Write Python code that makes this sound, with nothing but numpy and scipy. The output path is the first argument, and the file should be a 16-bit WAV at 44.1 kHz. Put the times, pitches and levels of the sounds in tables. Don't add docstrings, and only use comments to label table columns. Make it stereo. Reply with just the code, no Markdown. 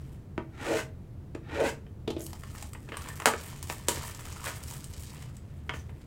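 import sys
import numpy as np
from scipy import signal
from scipy.fft import rfft, irfft
from scipy.io import wavfile
from scipy.ndimage import uniform_filter1d, map_coordinates

SR = 44100
rng = np.random.default_rng(int(sys.argv[2]) if len(sys.argv) > 2 else 0)


def output_pcm(signal):
    pcm = np.clip(np.atleast_2d(signal).T, -1, 1) * 32767
    wavfile.write(sys.argv[1], SR, np.round(pcm).astype(np.int16))


N = 267290
TIME = np.arange(N) / SR
AFTER = TIME[:SR // 3]
TOP_HZ = 16000


def undb(db):
    return 10 ** (np.asarray(db) / 20)


def unit(x):
    return x / np.sqrt(np.mean(x ** 2))


def peak(x, db, size=176):
    return x * undb(db) / np.sqrt(uniform_filter1d(x ** 2, size, mode="constant").max())


def add(out, s, sound):
    i = int(s * SR)
    out[i:i + len(sound)] += sound[:N - i]


def fade(t60):
    return np.exp(-np.log(1000) * AFTER / t60)


def through(x, response):
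    return signal.fftconvolve(x, response)[:len(x)]


def colour(x, points, size=4096):
    hz, db = np.transpose(points)
    bins = np.maximum(np.arange(size // 2 + 1) * SR / size, 1)
    cepstrum = irfft(np.log(undb(np.interp(np.log(bins), np.log(hz), db))))
    cepstrum[1:size // 2] *= 2
    cepstrum[size // 2 + 1:] = 0
    return through(x, irfft(np.exp(rfft(cepstrum))))


def band(x, hz, kind, order=3):
    return signal.sosfilt(signal.butter(order, hz, kind, fs=SR, output="sos"), x)


def ring(x, modes):
    response = sum(undb(db) * np.cos(2 * np.pi * hz * AFTER) * fade(t60) * 2 / fade(t60).sum()
                   for hz, db, t60 in modes)
    return through(x, response)


def glide(x, ratio):
    return map_coordinates(x, [np.cumsum(ratio)], order=3, mode="mirror")


def walk(rate):
    step = int(SR / rate)
    return unit(uniform_filter1d(np.repeat(rng.standard_normal(N // step + 1), step), step))[:N]


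def grains(rate, spread_db):
    size = undb(spread_db * np.minimum(rng.standard_exponential(N), 4))
    return unit((rng.random(N) < rate / SR) * rng.choice([-1, 1], N) * size)


def crack(length_s, reflections=4):
    push = -signal.unit_impulse(len(AFTER))
    for share in rng.uniform(.15, 1, reflections):
        allpass = np.zeros(int(share * length_s * SR / 2) + 2)
        allpass[0], allpass[-1] = 1, -.5
        push = signal.lfilter(allpass[::-1], allpass, push)
    return push


def rattle(t60, one_in=8):
    contacts = rng.standard_normal(len(AFTER)) * (rng.integers(one_in, size=len(AFTER)) == 0)
    return fade(t60) * contacts / np.sqrt(np.sum(fade(t60) ** 2) / one_in)


def blow(x, db, thud_db, tick_db):
    thud = peak(band(x, 690, "low", order=2), db + thud_db)
    clack = peak(band(x, [700, 3500], "band", order=2), db)
    tick = peak(band(x, 3450, "high", order=2), db + tick_db)
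    return thud - clack + tick


# frequency in Hz, gain in dB.
FAN_EQ = [(12, -55.5), (20, -11.5), (91, -3.5), (127, -3.5), (163, -12), (198, -10), (228, -15), (347, -19),
          (574, -28.5), (624, -29), (760, -32.5), (2500, -46.5), (5000, -52.5), (16000, -57.5)]
# pitch in Hz, width in Hz, level in dB.
HUM_TONES = [(81.2, 14, -49), (121, 8, -58.5), (138.7, 10, -53.5)]


def fan():
    rumble = undb(-45) * unit(colour(rng.standard_normal(N), FAN_EQ))
    hum = np.zeros(N)
    for hz, width, db in HUM_TONES:
        phase = 2 * np.pi * hz * TIME
        hum += undb(db) * (walk(width * 2) * np.cos(phase) + walk(width * 2) * np.sin(phase))
    return rumble + hum


# frequency in Hz, gain in dB.
FILM_EQ = [(1470, -34.5), (2500, -1), (2640, -6), (2990, 0), (3800, 0), (6010, 0.5), (7950, 4),
           (11800, -4.5), (14800, -3.5), (16000, -7.5)]
SHEET_EQ = [(200, -16.5), (420, -0.5), (750, -1.5), (1000, 0.5), (1400, -3), (2100, 0.5), (3000, -2.5),
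            (5000, -11), (10000, -75.5)]
PATCH_PITCHES = [990, 1325, 1790]
# time in seconds, crackle and flutter in dB before trim.
RUSTLE_RIDE = [(2.18, -61, -53), (2.27, -56, -60), (2.43, -58, -59), (2.59, -51, -51.5), (2.74, -66.5, -75),
               (2.96, -60, -49.5), (3.1, -54.5, -58), (3.18, -54, -52), (3.55, -54.5, -54),
               (3.71, -54, -55.5), (4.08, -56.5, -50), (4.32, -49.5, -48.5), (4.6, -50, -49),
               (4.76, -56.5, -57), (5.07, -51.5, -56), (5.17, -53, -50), (5.41, -70.5, -65),
               (6.05, -68.5, -62.5)]
# start in seconds, hold in seconds, crackle in dB,
# flutter in dB relative to the crackle.
FILM_TUGS = [(0.01, 0.14, -70.5, 3.5), (2.62, 0.022, -55, -2.5), (2.976, 0.12, -54.5, 6),
             (3.399, 0.13, -53.5, 1), (3.698, 0.013, -45.5, -2), (3.913, 0.18, -46, -2),
             (4.453, 0.023, -43, -2), (4.672, 0.087, -48, -6.5), (4.987, 0.028, -51.5, -6.5),
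             (5.736, 0.037, -59.5, 3)]
TUG_ATTACK_DB_PER_S, TUG_RELEASE_DB_PER_S = 450, 223
TICK_HZ = 7900


def crinkle():
    times, crackle_db, flutter_db = np.transpose(RUSTLE_RIDE)
    tick_gain = undb(np.interp(TIME, times, crackle_db, left=-200, right=-200) - 3)
    flutter_gain = undb(np.interp(TIME, times, flutter_db, left=-200, right=-200) - 4)
    for s, hold, db, sheet_db in FILM_TUGS:
        attack_db = TUG_ATTACK_DB_PER_S * np.maximum(s - TIME, 0)
        release_db = TUG_RELEASE_DB_PER_S * np.maximum(TIME - s - hold, 0)
        pull = undb(db - attack_db - release_db)
        tick_gain = np.hypot(tick_gain, pull)
        flutter_gain = np.hypot(flutter_gain, pull * undb(sheet_db))
    flurry = undb(3.8 * walk(90))
    buckles = grains(rate=900, spread_db=2.5) * flurry
    ticks = colour(buckles + .5 * grains(rate=4000, spread_db=0.5), FILM_EQ)
    stretch = undb(2.5 * walk(25))
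    ticks = unit(band(ticks, TICK_HZ, "low") / stretch + band(ticks, TICK_HZ, "high") * stretch)
    flutter = unit(colour(buckles + grains(rate=2500, spread_db=7), SHEET_EQ))
    flicks = unit(sum(ring(grains(rate=19, spread_db=3.5), [(hz, 0, .022)]) for hz in PATCH_PITCHES))
    lone_ticks = unit(colour(grains(rate=65, spread_db=1.5), FILM_EQ))
    crackle = ticks + undb(-6.5) * lone_ticks
    sheet = undb(-1.5) * flutter + undb(-6.5) * flicks
    return crackle * tick_gain + sheet * flutter_gain


# pitch in Hz, gain in dB, t60 in seconds.
BOX_MODES = [(237, -9, 0.13), (329.7, 1, 0.11), (458, -6.5, 0.07), (555, 3.5, .07), (623, -5.5, 0.078),
             (950, 1.5, 0.03), (1290, -7, 0.055), (1470, -2.5, 0.034), (1750, -12, 0.015),
             (2130, -18, 0.04)]


def struck_box(push):
    return ring(push, [(hz, db + 2.5 * rng.standard_normal(), t60) for hz, db, t60 in BOX_MODES])


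# frequency in Hz, gain in dB.
CONTACT_EQ = [(100, -14.5), (220, 4), (500, 1), (780, -4.5), (1500, -1.5), (2600, -5), (4000, -15),
              (8000, -18), (16000, -43)]
# start in seconds, then level, relative thud and relative tick in dB
# before trim, thud pitch in Hz, rattle in dB relative to the crack.
BOX_KNOCKS = [(0.3787, -29.5, 7.5, -22, 300, -3.5), (1.349, -42, 14, -3, 242, 11),
              (3.2716, -19, -1, -32, 800, -9), (3.2781, -19, -8.5, -28, 635, -12),
              (3.337, -23.5, -10, -16, 376, 11), (3.699, -29, -5, 0.5, 786, -1.5),
              (3.885, -32, 10, -23, 480, 1), (3.971, -34.5, -3, -14, 343, 6)]


def knocks():
    out = np.zeros(N)
    for s, db, thud_db, tick_db, hz, rattle_db in BOX_KNOCKS:
        push = colour(crack(length_s=0.00051) + undb(rattle_db) * rattle(t60=0.038), CONTACT_EQ)
        body = push + undb(1) * struck_box(push) + undb(13) * ring(push, [(hz, 0, .02)])
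        add(out, s, blow(body, db - 6, thud_db + 1, tick_db - 1))
    return out


# frequency in Hz, gain in dB.
SCRAPE_EQ = [(130, -7), (210, 5), (350, 14), (600, -5.5), (950, -11), (1200, -11.5), (1550, -11.5),
             (2600, -14), (4300, -25), (7800, -25), (11000, -35), (16000, -40)]
# pitch in Hz, gain in dB, t60 in seconds.
BLADE_MODES = [(900, -0.5, 0.024), (1478, 0.5, 0.034), (1940, -1, 0.026), (2420, -2.5, 0.029),
               (4070, -1.5, .014)]
# start in seconds, length in seconds, level in dB, relative drone in dB and
# chatter in Hz where the lid is loosest, hiss growth in dB, bite at the far edge in dB.
CUTTER_STROKES = [(0.57, 0.228, -35.5, 8, 330.3, 17, 0.5), (1.476, 0.212, -35.5, 11, 175.7, 25, 6)]
BITE_S, BITE_DB, LIFT_DB_PER_S = 0.098, 11.5, 460
LOOSEST_AT, EDGE_AT, EDGE_WIDTH = 0.65, 0.88, 0.035
DRONE_RISE_DB, DRONE_FALL_DB = 69, 54
PRESS_DB, CHATTER_OCTAVES = 6.5, 2.5
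BLADE_GLIDE, BLADE_WAVER = 0.14, 0.0255


def slit(s, length, db, drone_db, chatter_hz, hiss_rise_db, edge_db):
    along = (TIME - s) / length
    travel = np.clip(along, 0, 1)
    bite_db = -BITE_DB * np.maximum(1 - (TIME - s) / BITE_S, 0) ** 2
    contact = undb(db + bite_db - LIFT_DB_PER_S * np.maximum(TIME - s - length, 0))
    rasp_db = edge_db * np.exp(-((along - EDGE_AT) / EDGE_WIDTH) ** 2) - PRESS_DB * (1 - travel)
    hiss_db = -6.5 - hiss_rise_db * (1 - travel)
    past_loosest = along - LOOSEST_AT
    lid_db = drone_db - np.maximum(-DRONE_RISE_DB * past_loosest, DRONE_FALL_DB * past_loosest)
    slip_hz = chatter_hz * 2 ** (CHATTER_OCTAVES * (travel - LOOSEST_AT))
    slip_count = np.floor(np.cumsum(slip_hz * np.exp(.25 * walk(300))) / SR)
    slips = np.diff(slip_count, prepend=0) / np.sqrt(slip_hz)
    cavity = ring(slips, [(480, 0, 0.012)])
    drone = unit(band(cavity + undb(-2) * ring(cavity, BOX_MODES), [230, 800], "band"))
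    fibres = grains(rate=3000, spread_db=2) * undb(1.5 * walk(140))
    scrape = colour(fibres, SCRAPE_EQ)
    bend = 1 + BLADE_GLIDE * (travel - LOOSEST_AT) + BLADE_WAVER * walk(40)
    blade = glide(ring(scrape, BLADE_MODES), bend)
    rasp = unit(band(scrape + undb(7) * blade, [800, 4500], "band"))
    rumble = undb(-3.5) * unit(band(scrape, 1200, "low"))
    hiss = unit(band(scrape, 5300, "high"))
    return contact * ((rasp + rumble) * undb(rasp_db) + drone * undb(lid_db) + hiss * undb(hiss_db))


# frequency in Hz, gain in dB.
EDGE_EQ = [(120, -6), (300, 7), (700, -6), (1200, -9), (2000, -8), (3000, -14.5), (4200, -28), (8000, -34),
           (16000, -56)]
# start in seconds, then level, relative thud and relative tick in dB before trim.
EDGE_TAPS = [(1.865, -54.5, -1, 1), (2.749, -37.5, -14, -39), (2.888, -45.5, 8, 7),
             (2.92, -30.5, -31.5, -10), (2.941, -32, -26, -15), (5.694, -24.5, -14, -4),
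             (5.738, -33.5, -7, -4), (5.893, -45, -12, -12)]


def edge_taps():
    out = np.zeros(N)
    for s, db, thud_db, tick_db in EDGE_TAPS:
        push = colour(crack(length_s=0.0022) + undb(7.5) * rattle(t60=0.05), EDGE_EQ)
        body = push + undb(-2) * struck_box(push)
        add(out, s, blow(body, db - 6.5, thud_db - 1, tick_db - 3))
    return out


# pitch in Hz, gain in dB, t60 in seconds.
LANDING_MODES = [(239, -4, 0.34), (345, 4, 0.035), (412, 1, 0.15), (494, -2, 0.12), (600, -3, 0.057),
                 (3000, -6, 0.0023), (3480, -7, 0.01), (6900, -36, 0.0082)]
# start in seconds, then level, relative thud and relative tick in dB before trim.
CUTTER_BOUNCES = [(2.0764, -34, 8.5, -1.5), (2.103, -43, 15, 8.5), (2.165, -42.5, 13, -12),
                  (2.203, -54.5, 18, -16)]


def dropped_cutter():
    out = np.zeros(N)
    for s, db, thud_db, tick_db in CUTTER_BOUNCES:
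        push = band(crack(length_s=0.0018) + undb(2.5) * rattle(t60=0.072), 11500, "low", order=2)
        body = undb(-23) * colour(push, CONTACT_EQ) + ring(push, LANDING_MODES)
        add(out, s, blow(body, db - 7, thud_db + 6, tick_db - 1))
    return out


def rip(start_s, length_s, db):
    jerks = grains(rate=900, spread_db=3) * undb(3 * walk(110))
    gate = uniform_filter1d(1. * ((TIME > start_s) & (TIME < start_s + length_s)), size=260)
    bright = band(jerks, 6600, "high", order=5)
    return undb(db) * gate * unit(band(bright, 8500, "low", order=1))


# start in seconds, then level and relative flutter in dB before trim.
CREASE_POPS = [(2.206, -33, -16), (2.2646, -28, -16), (2.3311, -34.5, 2), (2.4354, -43, 11),
               (2.55, -48, 13), (2.625, -29.5, -2), (2.733, -33.5, -5), (2.9694, -27, 1),
               (3.0201, -35.5, -2), (3.087, -29.5, -4), (3.1557, -37, -20), (3.175, -44, -20),
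               (3.4103, -37, -14), (3.2, -32, 8), (3.2198, -40, 16), (3.6272, -26.5, -9.5),
               (4.1471, -31.5, -18), (4.2079, -37, -1), (4.3253, -33.5, -7), (4.361, -43, 7),
               (4.441, -30, 1.5), (4.458, -27.5, -2), (4.636, -30.5, -12), (4.683, -35, -14),
               (4.71, -31, -5), (4.842, -29.5, -28), (5.367, -39, -20)]
FLUTTER_HZ, FLUTTER_SPREAD, TICK_SPREAD = 1005, 0.098, 0.24


def creases():
    out = np.zeros(N)
    for s, db, sheet_db in CREASE_POPS:
        patch_hz = FLUTTER_HZ * np.exp(FLUTTER_SPREAD * rng.standard_normal())
        push = crack(length_s=.0012) + undb(2) * rattle(t60=0.031)
        patch = colour(push, SHEET_EQ) + undb(16) * ring(push, [(patch_hz, 0, .014)])
        tick_hz = min(TICK_HZ * np.exp(TICK_SPREAD * rng.standard_normal()), TOP_HZ)
        tick = colour(push + undb(8) * ring(push, [(tick_hz, 0, .002)]), FILM_EQ)
        add(out, s, peak(tick, db - 11) + peak(patch, db + sheet_db - 10))
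    return out


# frequency in Hz, gain in dB.
SNAP_EQ = [(120, -9), (300, 5), (520, 7.5), (800, 3), (1350, 3), (2200, -3), (4000, -9), (5500, -10),
           (7500, -5), (11000, -12.5), (16000, -19)]
# start in seconds, then level, relative thud and relative tick in dB before trim.
FILM_SNAPS = [(3.2572, -11.5, -16.5, -2.5), (3.8843, -28.5, -12, 13.5)]


def snaps():
    out = np.zeros(N)
    for s, db, thud_db, tick_db in FILM_SNAPS:
        push = colour(crack(length_s=.0009) + undb(-1) * rattle(t60=0.15), SNAP_EQ)
        body = push + undb(-7) * struck_box(push)
        add(out, s, blow(body, db - 4.5, thud_db - 1, tick_db - 1))
    return out


def slide(start_s, length_s, db, sleeve_hz):
    rub = colour(grains(rate=1900, spread_db=3.5), CONTACT_EQ)
    hollow = ring(rub, BOX_MODES + [(sleeve_hz, 1, .003)])
    swell = np.sin(np.pi * np.clip((TIME - start_s) / length_s, 0, 1))
    return undb(db) * swell * unit(band(rub + undb(2) * hollow, 400, "high", order=1))


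# start in seconds, length in seconds, pitch in Hz, level in dB.
FINGER_SQUEAKS = [(5.723, 0.077, 6300, -59), (5.784, 0.03, 6120, -56.5)]


def squeaks():
    out = np.zeros(N)
    for s, length, hz, db in FINGER_SQUEAKS:
        swell = np.hanning(int(length * SR))
        whistle = unit(ring(rng.standard_normal(len(swell)), [(hz, 0, .006)]))
        add(out, s, undb(db) * swell * whistle)
    return out


# pitch in Hz, gain in dB.
STANDING_WAVES = [(238, 1), (329, 3.5), (447, 5.5), (632, 1.5)]


def room(x, wet_db, t60, treble_t60, standing_t60, build_s):
    noise = rng.standard_normal(len(AFTER))
    lows = band(noise, 1920, "low", order=1) * fade(t60)
    highs = band(noise, 2300, "high", order=1) * fade(treble_t60)
    tail = (lows + highs) * np.clip(AFTER / build_s, 0, 1) ** 2
    standing = ring(x, [(hz, db, standing_t60) for hz, db in STANDING_WAVES])
    return x + standing + undb(wet_db) * through(x, tail / np.linalg.norm(tail))


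def scene():
    hands = knocks() + edge_taps() + dropped_cutter() + snaps()
    hands += sum(slit(*stroke) for stroke in CUTTER_STROKES)
    hands += crinkle() + rip(start_s=2.19, length_s=0.08, db=-51) + creases()
    hands += slide(start_s=4.44, length_s=0.076, db=-38.5, sleeve_hz=1470) + squeaks()
    mono = room(hands, wet_db=-7, t60=0.25, treble_t60=0.19, standing_t60=0.4, build_s=0.0084) + fan()
    return np.array([mono, mono])


def record(dry):
    return signal.sosfilt(signal.ellip(10, .2, 80, TOP_HZ, fs=SR, output="sos"), dry)


dry = scene()
out = record(dry)
output_pcm(out)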